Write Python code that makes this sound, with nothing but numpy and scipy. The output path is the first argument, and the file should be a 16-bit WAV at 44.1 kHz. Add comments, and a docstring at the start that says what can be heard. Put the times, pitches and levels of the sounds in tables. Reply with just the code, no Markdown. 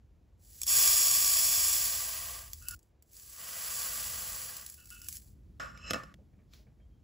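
"""A quiet kitchen, heard from close by: two cups of dry split beans are poured into a metal pot.
Each bean is an impulse: it rings modes of the bare bottom, scatters noise on the heap and shakes the pot.
The empty plastic cup scrapes by stick-slip and is knocked down on the counter; soft shuffles follow.
Filtered noise makes the rumble, hum, air and a faint hiss; a sine makes a thin far tone.
The room tail breaks off abruptly at given moments."""
import sys
import numpy as np
from scipy import signal
from scipy.fft import rfft, irfft, next_fast_len
from scipy.io import wavfile

SR = 44100
rng = np.random.default_rng(int(sys.argv[2]) if len(sys.argv) > 2 else 0)


def digitize_waveform(pressure):
    """Quantize a signal to 16-bit integers and store it at the path in sys.argv[1].

    Rows of a 2-D input are taken as channels; values are limited to [-1, 1].
    """
    field = np.atleast_2d(pressure).T
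    bounded = np.clip(field, -1, 1)
    quanta = np.round(bounded * 32767).astype(np.int16)
    wavfile.write(sys.argv[1], SR, quanta)


N = 310280

# the two streams of beans: time_s, weight_db (drive of the pot body), bare (metal exposed, 0-1)
POURS = [
    [(0.66, -75, .9), (0.677, -53, 1), (0.8, -45.5, 0.78), (1.0, -49, 0.87), (1.7, -50.5, 0.81),
     (2.05, -53, .4), (2.35, -56, .1), (2.45, -63, .05), (2.62, -90, .05)],
    [(3.15, -80, 0.02), (3.32, -72, 0), (3.41, -57, 0), (3.6, -53, .1), (3.82, -52, .35), (3.92, -52, .2),
     (4.45, -56.5, .25), (4.6, -60, 0), (4.82, -92, 0)],
]
# single beans: time_s, drive_db, bare (share landing on bare metal, 0-1)
BEANS = [(0.6165, -33, 1), (0.633, -32.5, 1), (0.6673, -33.5, 0.25), (2.477, -67, 0.25),
         (2.5331, -39.5, 0.9), (2.6245, -52, 0), (2.6849, -34, 0.2), (2.7096, -40, 0.5),
         (2.7626, -65, 0.25), (2.7916, -63, 0.5), (2.829, -69.5, 0.1), (3.024, -60, 0),
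         (3.1326, -56.5, 0.5), (3.1672, -49, 0.5), (3.1975, -51, 0.7), (4.567, -41, 0), (4.6123, -45.5, 0),
         (4.6633, -40, 0.3), (4.699, -42.5, 0.7), (4.723, -52, 0.25), (4.7416, -48, 0.25),
         (4.8565, -53, 0.2), (4.8716, -58, 0.3), (4.893, -61, 0.25), (4.9037, -47, 0), (4.924, -53, 0.3),
         (5.017, -47, 0.6), (5.0447, -51, 0.32), (5.0856, -34.5, 0), (5.1034, -60, 0.36),
         (5.1267, -43.5, 0.2), (5.1465, -51, 0.25), (5.155, -47, 0.3), (5.1688, -42, 0.9),
         (5.2195, -57, 0.3), (5.282, -69, 0.32)]
# noise spectrum of bean on bean: frequency_hz, gain_db
PATTER = [(400, -46.5), (1500, -8.5), (3800, -2.5), (4600, 5), (5900, 4.5), (7400, 8.5), (10000, 8),
          (13000, 6.5), (16000, 9.5)]
# knocks of the cup: time_s, drive_db, thump_db and crack_db (both relative to drive_db)
KNOCKS = [(5.598, -40, -8.5, -11), (5.775, -60.5, -10, 9), (5.908, -26, -8.5, -1.5),
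          (5.9338, -26, -13.5, -4), (5.9429, -25, -15, -17), (5.9588, -42, 1, -10),
          (6.0343, -42, -11.5, -9.5), (6.1409, -63, 0, 7.5), (6.536, -65.5, -5, 12.5)]
# start, moments at which the room tail breaks off, end: time_s
BREAKS_S = [0, 2.748, 5.597, 6.147, 7.04]


def undb(db):
    """Decibel law: amplitude gain of a level."""
    return 10 ** (np.asarray(db) / 20)


def unit(x):
    """Power normalisation: x scaled to rms 1."""
    return x / np.sqrt(np.mean(x ** 2))


def samples(time_s):
    """Sampling: times as sample numbers."""
    return (np.asarray(time_s) * SR).astype(int)


def curve(tables, outside):
    """Linear interpolation of (time_s, value, ...) tables; `outside` holds the values elsewhere."""
    t = np.arange(N) / SR
    out = [np.full(N, 1. * value) for value in outside]
    for table in tables:
        s, *columns = np.transpose(table)
        on = (t >= s[0]) & (t < s[-1])
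        for track, column in zip(out, columns):
            track[on] = np.interp(t[on], s, column)
    return out


def colour(x, spectrum):
    """Linear filtering: (frequency_hz, gain_db) points, joined over log frequency, laid on x."""
    hz, db = np.transpose(spectrum)
    size = next_fast_len(N, True)
    f = np.fft.rfftfreq(size, 1 / SR) + 1
    gain = undb(np.interp(np.log(f), np.log(hz), db))
    return irfft(rfft(x, size) * gain, size)[:N]


def noise(spectrum):
    """Broadband noise: random samples coloured by a spectrum, at rms 1."""
    return unit(colour(rng.standard_normal(N), spectrum))


def ring(at, size, modes, spread_db):
    """Modal excitation: each blow drives every mode with its own random strength and sign."""
    build_up = 4  # width of the front resonance over that of the mode
    out = np.zeros(N)
    start, end = at.min(), min(at.max() + SR // 2, N)
    for hz, width_hz, db in modes:
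        strength = size * undb(db + spread_db * rng.standard_normal(len(at)))
        sign = rng.choice([-1, 1], len(at))
        blows = np.bincount(at - start, strength * sign, end - start)
        # a wider resonance in front: the mode builds up over a few cycles and its skirts fall steeply
        r = np.exp(-np.pi * width_hz * np.array([build_up, 1]) / SR)
        g = (1 - r * r) / 2
        turn = -2 * r * np.cos(2 * np.pi * hz / SR)
        sections = np.array([g, 0 * g, -g, 1 + 0 * g, turn, r * r]).T.copy()
        out[start:end] += signal.sosfilt(sections, blows)
    return out


def ticks(at, size, t60):
    """Diffuse decay: each blow adds power to a noise whose level falls 60 dB in t60 seconds."""
    r = np.exp(-2 * np.log(1000) / (t60 * SR))
    power = signal.lfilter([1], [1, -r], np.bincount(at, size ** 2, N))
    return np.sqrt(power + 1e-18) * rng.standard_normal(N)


def stream():
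    """Random point process: sample times, sizes, body drive and bare share of streamed and single beans."""
    # beans sliding in the cup before a pour and dribbling after it: time_s, patter_db
    trickles = [
        [(0.37, -100), (0.42, -72), (0.655, -55), (0.68, -45)],
        [(2.4, -70), (2.5, -65), (2.66, -62), (2.748, -56)],
        [(2.749, -86), (2.85, -88), (2.92, -100)],
        [(3.03, -92), (3.15, -62), (3.36, -57), (3.5, -65)],
        [(4.55, -62), (4.7, -61), (4.85, -69), (4.93, -60), (4.98, -65.5), (5.16, -55), (5.2, -67), (5.3, -76),
         (5.4, -100)],
    ]
    full_per_s, spread_db = 9000., 2  # rate at full density, mean random rise of a bean
    heap_db, metal_db = 4.5, 16  # patter drive over body drive on the heap; what bare metal adds
    lone_body_db = -22  # body drive of a single bean relative to its size
    weight_db, bare = curve(POURS, [-130, 0])
    bare = np.clip(bare, 0, 1)
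    poured = undb(weight_db + heap_db + metal_db * bare)
    trickled = undb(curve(trickles, [-120])[0])
    db = 10 * np.log10(poured ** 2 + trickled ** 2)
    # a weak flow has fewer beans, each scaled up to hold the power
    density = np.clip(undb(.6 * (db + 42)), .1, 1)
    at = np.flatnonzero(rng.random(N) < density * full_per_s / SR)
    size = undb(spread_db * rng.exponential(size=len(at)) + db[at] - 12.5) / np.sqrt(density[at])
    s, lone_db, lone_bare = np.transpose(BEANS)
    all_at = np.r_[at, samples(s)]
    all_size = np.r_[size, undb(lone_db)]
    body_db = np.r_[(weight_db - db)[at], np.full(len(s), lone_body_db)]
    return all_at, all_size, body_db, np.r_[bare[at] ** 2, lone_bare]


def impact(at, size, bare):
    """Division of impact power: the bare share rings the bottom, the rest patters as scattered noise."""
    # resonances of the bare pot bottom: frequency_hz, width_hz, gain_db
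    bottom_modes = [(2380, 130, -19), (2630, 200, -19), (3360, 200, -15), (4550, 200, -11),
                    (4850, 300, -15), (5170, 120, -10), (5390, 50, -6), (5600, 100, -5), (6590, 180, -9),
                    (6900, 170, -5), (7540, 220, -7), (7950, 300, -11), (8725, 90, 2), (9400, 70, -3),
                    (9900, 150, -7), (10300, 90, -8), (11360, 350, -9), (12560, 140, -3), (13550, 260, -7),
                    (14125, 100, -11), (14860, 450, -11)]
    bare = np.clip(bare, 0, 1)
    patter = colour(ticks(at, size * np.sqrt(1 - bare), t60=0.024), PATTER)
    bottom = ring(at, size * np.sqrt(bare), bottom_modes, spread_db=4)
    return patter + undb(35) * bottom


def snaps():
    """Contact transient: the hard first touch of each single bean is a click and a short burst."""
    s, lone_db, _ = np.transpose(BEANS)
    at = samples(s)
    click = np.bincount(at, undb(lone_db + 3.5), N)
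    burst = ticks(at, undb(lone_db + 2.5), t60=0.0042)
    return colour(click + burst, PATTER)


def body(at, size, body_db):
    """Modal loading: beans shake walls and air of the pot; the heap alters mode gains, bass radiates weakly."""
    # walls and air of the pot: frequency_hz, width_hz, first_cup_db, loaded_db (gain once it holds beans)
    body_modes = [(515.5, 78, -3.5, -1), (663, 120, 0.5, -2), (885, 89, -5, -5.5), (1102, 170, 1.5, -1),
                  (1386, 200, -9.5, -2), (1600, 100, -5, -7), (1946, 130, -3.5, -4), (2690, 900, -3.5, -5),
                  (4600, 160, -6, -5.5), (5170, 280, -7, -7)]
    hz, width_hz, *load_db = np.transpose(body_modes)
    drive = size * undb(body_db)
    first = at < BREAKS_S[1] * SR
    shaken = 0
    for chosen, db in zip([first, ~first], load_db):
        shaken = shaken + ring(at[chosen], drive[chosen], zip(hz, width_hz, db), spread_db=2.6)
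    return undb(31) * colour(shaken, [(200, -18.0), (400, 1), (480, -1), (16000, 5.5)])


def drags():
    """Friction envelope: summed power of overlapping drags, each gripping, then swelling or fading."""
    # drags of the cup: start_s, length_s, lowest modes at start_db and end_db,
    # then middle_db, upper_db, grit_db relative to the lowest modes
    scrapes = [(2.612, .136, -61.5, -50.5, -6.5, -17, -24), (4.775, 0.11, -64, -79, -3, -10, -11),
               (4.905, .165, -58.5, -67.5, -0.5, -19, -24), (5.597, 0.26, -43.5, -73, -16.5, -14, -2),
               (5.74, .165, -82.5, -52.5, 6.5, 5.5, 2), (5.95, 0.18, -48.5, -75, -14, -16, 3.5)]
    grip_s, bend_db = 0.0029, -3.5  # onset; offset of the middle from the straight line
    power = 0
    for s, length, a, b, *group_db in scrapes:
        onset_db = a - 12 * (a > b)  # a drag that fades starts from below
        middle = (s + length / 2, (a + b) / 2 + bend_db)
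        db = curve([[(s, onset_db), (s + grip_s, a), middle, (s + length, b)]], [-160])[0]
        power = power + undb(2 * (db + np.c_[[0, *group_db]]))
    db = 10 * np.log10(power)
    return db[0], *(db[1:] - db[0])


def waver():
    """Random modulation: a level in dB that wanders between random knots."""
    depth_db, knots_per_s = 2, 40
    knots = rng.standard_normal(int(N / SR * knots_per_s) + 2)
    return depth_db * np.interp(np.arange(N) / SR * knots_per_s, np.arange(len(knots)), knots)


def cup():
    """Stick-slip and impact: random slips and knocks ring the cup's modes, with noise for grit and crack."""
    # four groups (lowest, middle, upper, those that follow the grit in drags): frequency_hz, width_hz, gain_db
    cup_modes = [
        [(1420, 60, 0)],
        [(2650, 60, 0), (2900, 90, -5)],
        [(4040, 90, -9), (5130, 90, -3), (5380, 110, 0), (6490, 120, -10), (7390, 120, -7)],
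        [(560, 90, -2), (1180, 120, 0), (1300, 80, 0), (1780, 90, -3)],
    ]
    db, middle_db, upper_db, grit_db = drags()
    dragged = db > -139
    at = np.flatnonzero((rng.random(N) < 4000. / SR) & dragged)
    slip = undb(db[at] + 2.0 * rng.exponential(size=len(at)))
    scrape = 0
    for group_db, modes in zip([np.full(N, 32.), middle_db + 33, upper_db + 30.5, grit_db + 26.5], cup_modes):
        uneven_db = group_db + waver()  # each group catches unevenly
        scrape = scrape + ring(at, slip * undb(uneven_db[at]), modes, spread_db=1.9)
    scrape = scrape * dragged
    grit_noise = noise([(150, 3.0), (600, -2.5), (2000, 2.5), (3500, -7.5), (8000, -13.5), (16000, -23.5)])
    grit = undb(db + grit_db - 1.5) * grit_noise
    s, knock_db, _, crack_db = np.transpose(KNOCKS)
    at = samples(s)
    knock = 0
    for group_db, modes in zip([35.4, 31, 28.5, 28.88], cup_modes):
        knock = knock + ring(at, undb(knock_db + group_db), modes, spread_db=0.9)
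    crack = colour(ticks(at, undb(knock_db + crack_db), t60=0.016),
                   [(500, -13.0), (2000, 11.5), (5500, 5.0), (9000, 0.5), (16000, -7.5)])
    return scrape + grit + knock + crack


def counter():
    """Forced low modes and diffuse noise: the counter thumps under each knock; shuffles are dull puffs."""
    # resonances of the counter: frequency_hz, width_hz, gain_db
    counter_modes = [(90, 30, -6), (195, 40, 0), (285, 70, 0), (520, 70, -2), (640, 90, -5)]
    # soft shuffles nearby: time_s, drive_db, bright_db (bright part relative to drive_db)
    shuffles = [(6.187, -55.5, -31.5), (6.224, -69, -26), (6.332, -65, -11), (6.389, -60.5, -11),
                (6.594, -58.5, -20), (6.668, -58.5, -14), (6.799, -65, -11), (6.889, -70, -17.5)]
    s, knock_db, thump_db, _ = np.transpose(KNOCKS)
    thump = ring(samples(s), undb(knock_db + thump_db + 48), counter_modes, spread_db=1)
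    s, drive_db, bright_db = np.transpose(shuffles)
    at = samples(s)
    dull = colour(ticks(at, undb(drive_db), t60=0.16),
                  [(150, -1), (300, 8), (600, 12), (1000, -9.5), (3000, -45)])
    bright = colour(ticks(at, undb(drive_db + bright_db), t60=0.2),
                    [(500, -15), (1000, 1), (2400, 9), (3200, -11), (8000, -40)])
    return thump + dull + bright


def echo(x):
    """Reverberation: convolution with decaying noise, broken off at each of the given moments."""
    t60_s, level_db = 0.083, -8
    t = np.arange(SR // 2) / SR
    tail = rng.standard_normal(len(t)) * np.exp(-np.log(1000) * t / t60_s)
    edges = np.minimum(samples(BREAKS_S), N)
    spans = [signal.fftconvolve(x[a:b], tail)[:b - a] for a, b in zip(edges, edges[1:])]
    return undb(level_db) * np.concatenate(spans) / np.sqrt(np.sum(tail ** 2))


def kitchen():
    """Incoherent power sum: rumble, appliance hum that the pours reinforce, air and two faint sounds."""
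    # background: time_s, deep_db, hum_db
    rumble = [(0.0, -60.5, -70), (1.0, -56, -69), (2.5, -53, -71.5), (2.748, -51.5, -64.5),
              (2.8, -66.5, -77.5), (3.6, -63.5, -70.5), (4.2, -56, -63.5), (4.7, -63.5, -70),
              (5.1, -55, -65.5), (6.0, -56, -55.5), (6.2, -60, -63.5), (7.04, -59.5, -66)]
    # air noise spectrum: frequency_hz, gain_db
    air_spectrum = [(300, 2), (500, -3.5), (1300, -16), (7000, -27.5), (11000, -33), (16000, -34.5)]
    # a faint hiss: time_s, level_db
    rustle = [(6.47, -99), (6.5, -81), (6.54, -60.5), (6.62, -72), (6.72, -100.5)]
    # a thin far tone: time_s, level_db
    whine = [(6.79, -110), (6.82, -77), (6.88, -98), (6.94, -85.5), (7.0, -100)]
    whine_hz, air_db = 3195, -77
    boom_db = -13  # counter boom under the stream, relative to the weight of the stream
    deep_db, hum_db = curve([rumble], [-62, -70])
    deep = noise([(18, -42.5), (35, -17.5), (46, -7), (54, 2), (63, -5.5), (78, -2.5), (110, -14.0), (200, -61.5)])
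    hum = noise([(70, -35.5), (120, 2.0), (150, -3), (200, -4.5), (350, -16.5), (700, -47)])
    air = noise([(150, -51.5)] + air_spectrum)
    hiss = noise([(500, -10.5), (2000, -3.5), (5000, 1.5), (9000, -12), (16000, -4.0)])
    tone = np.sin(2 * np.pi * whine_hz * np.arange(N) / SR)
    far = undb(curve([rustle], [-140])[0]) * hiss + undb(curve([whine], [-140])[0]) * tone
    boom = undb(curve(POURS, [-130, 0])[0] + boom_db)
    return undb(deep_db) * deep + np.hypot(undb(hum_db), boom) * hum + undb(air_db) * air + far


def scene():
    """Mid-side stereo: treble is nearly alike on both sides; fresh random draws set left and right apart below."""
    # filter of the side signal: frequency_hz, gain_db
    side_spectrum = [(60, -19), (130, -15.5), (250, -8.5), (500, -6.5), (1400, -5.5), (2000, -13),
                     (2400, -41), (16000, -43)]
    lean = 0.46  # share of cup and counter taken from the side, before its filter, once the cup is aside
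    at, size, body_db, bare = stream()
    handled = cup() + counter()
    near = impact(at, size, bare) + snaps() + body(at, size, body_db) + handled
    mid = near + echo(near) + kitchen()
    # from here on cup and counter lean to the right
    late = np.arange(N) / SR >= BREAKS_S[2]
    aside = undb(np.where(late, 6., -2.)) * cup() - lean * late * handled
    side = colour(body(at, size, body_db) + aside + kitchen(), side_spectrum)
    return np.array([mid + side, mid - side])


def record(dry):
    """Interchannel phase: two pickup ports turn apart towards the treble; a steep low-pass cuts the top."""
    # phase by which left leads right: frequency_hz, lead_rad
    ports = [(0, 0), (430, 0.5), (950, 0.1), (1290, 0.6), (2150, 0.0), (7490, -0.1), (8610, -2.9),
             (9560, -3.4), (10500, -6.1), (11600, -6.5), (12900, -9.4), (13800, -9.6), (14900, -12.5),
             (16500, -12.7)]
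    top_hz = 15680
    hz, lead = np.transpose(ports)
    size = next_fast_len(N, True)
    # half the lead goes to each side
    turn = np.exp(.5j * np.interp(np.fft.rfftfreq(size, 1 / SR), hz, lead))
    wet = irfft(rfft(dry, size) * np.array([turn, turn.conj()]), size)[:, :N]
    return signal.sosfilt(signal.ellip(16, .3, 75, top_hz, fs=SR, output="sos"), wet)


dry = scene()
out = record(dry)
digitize_waveform(out)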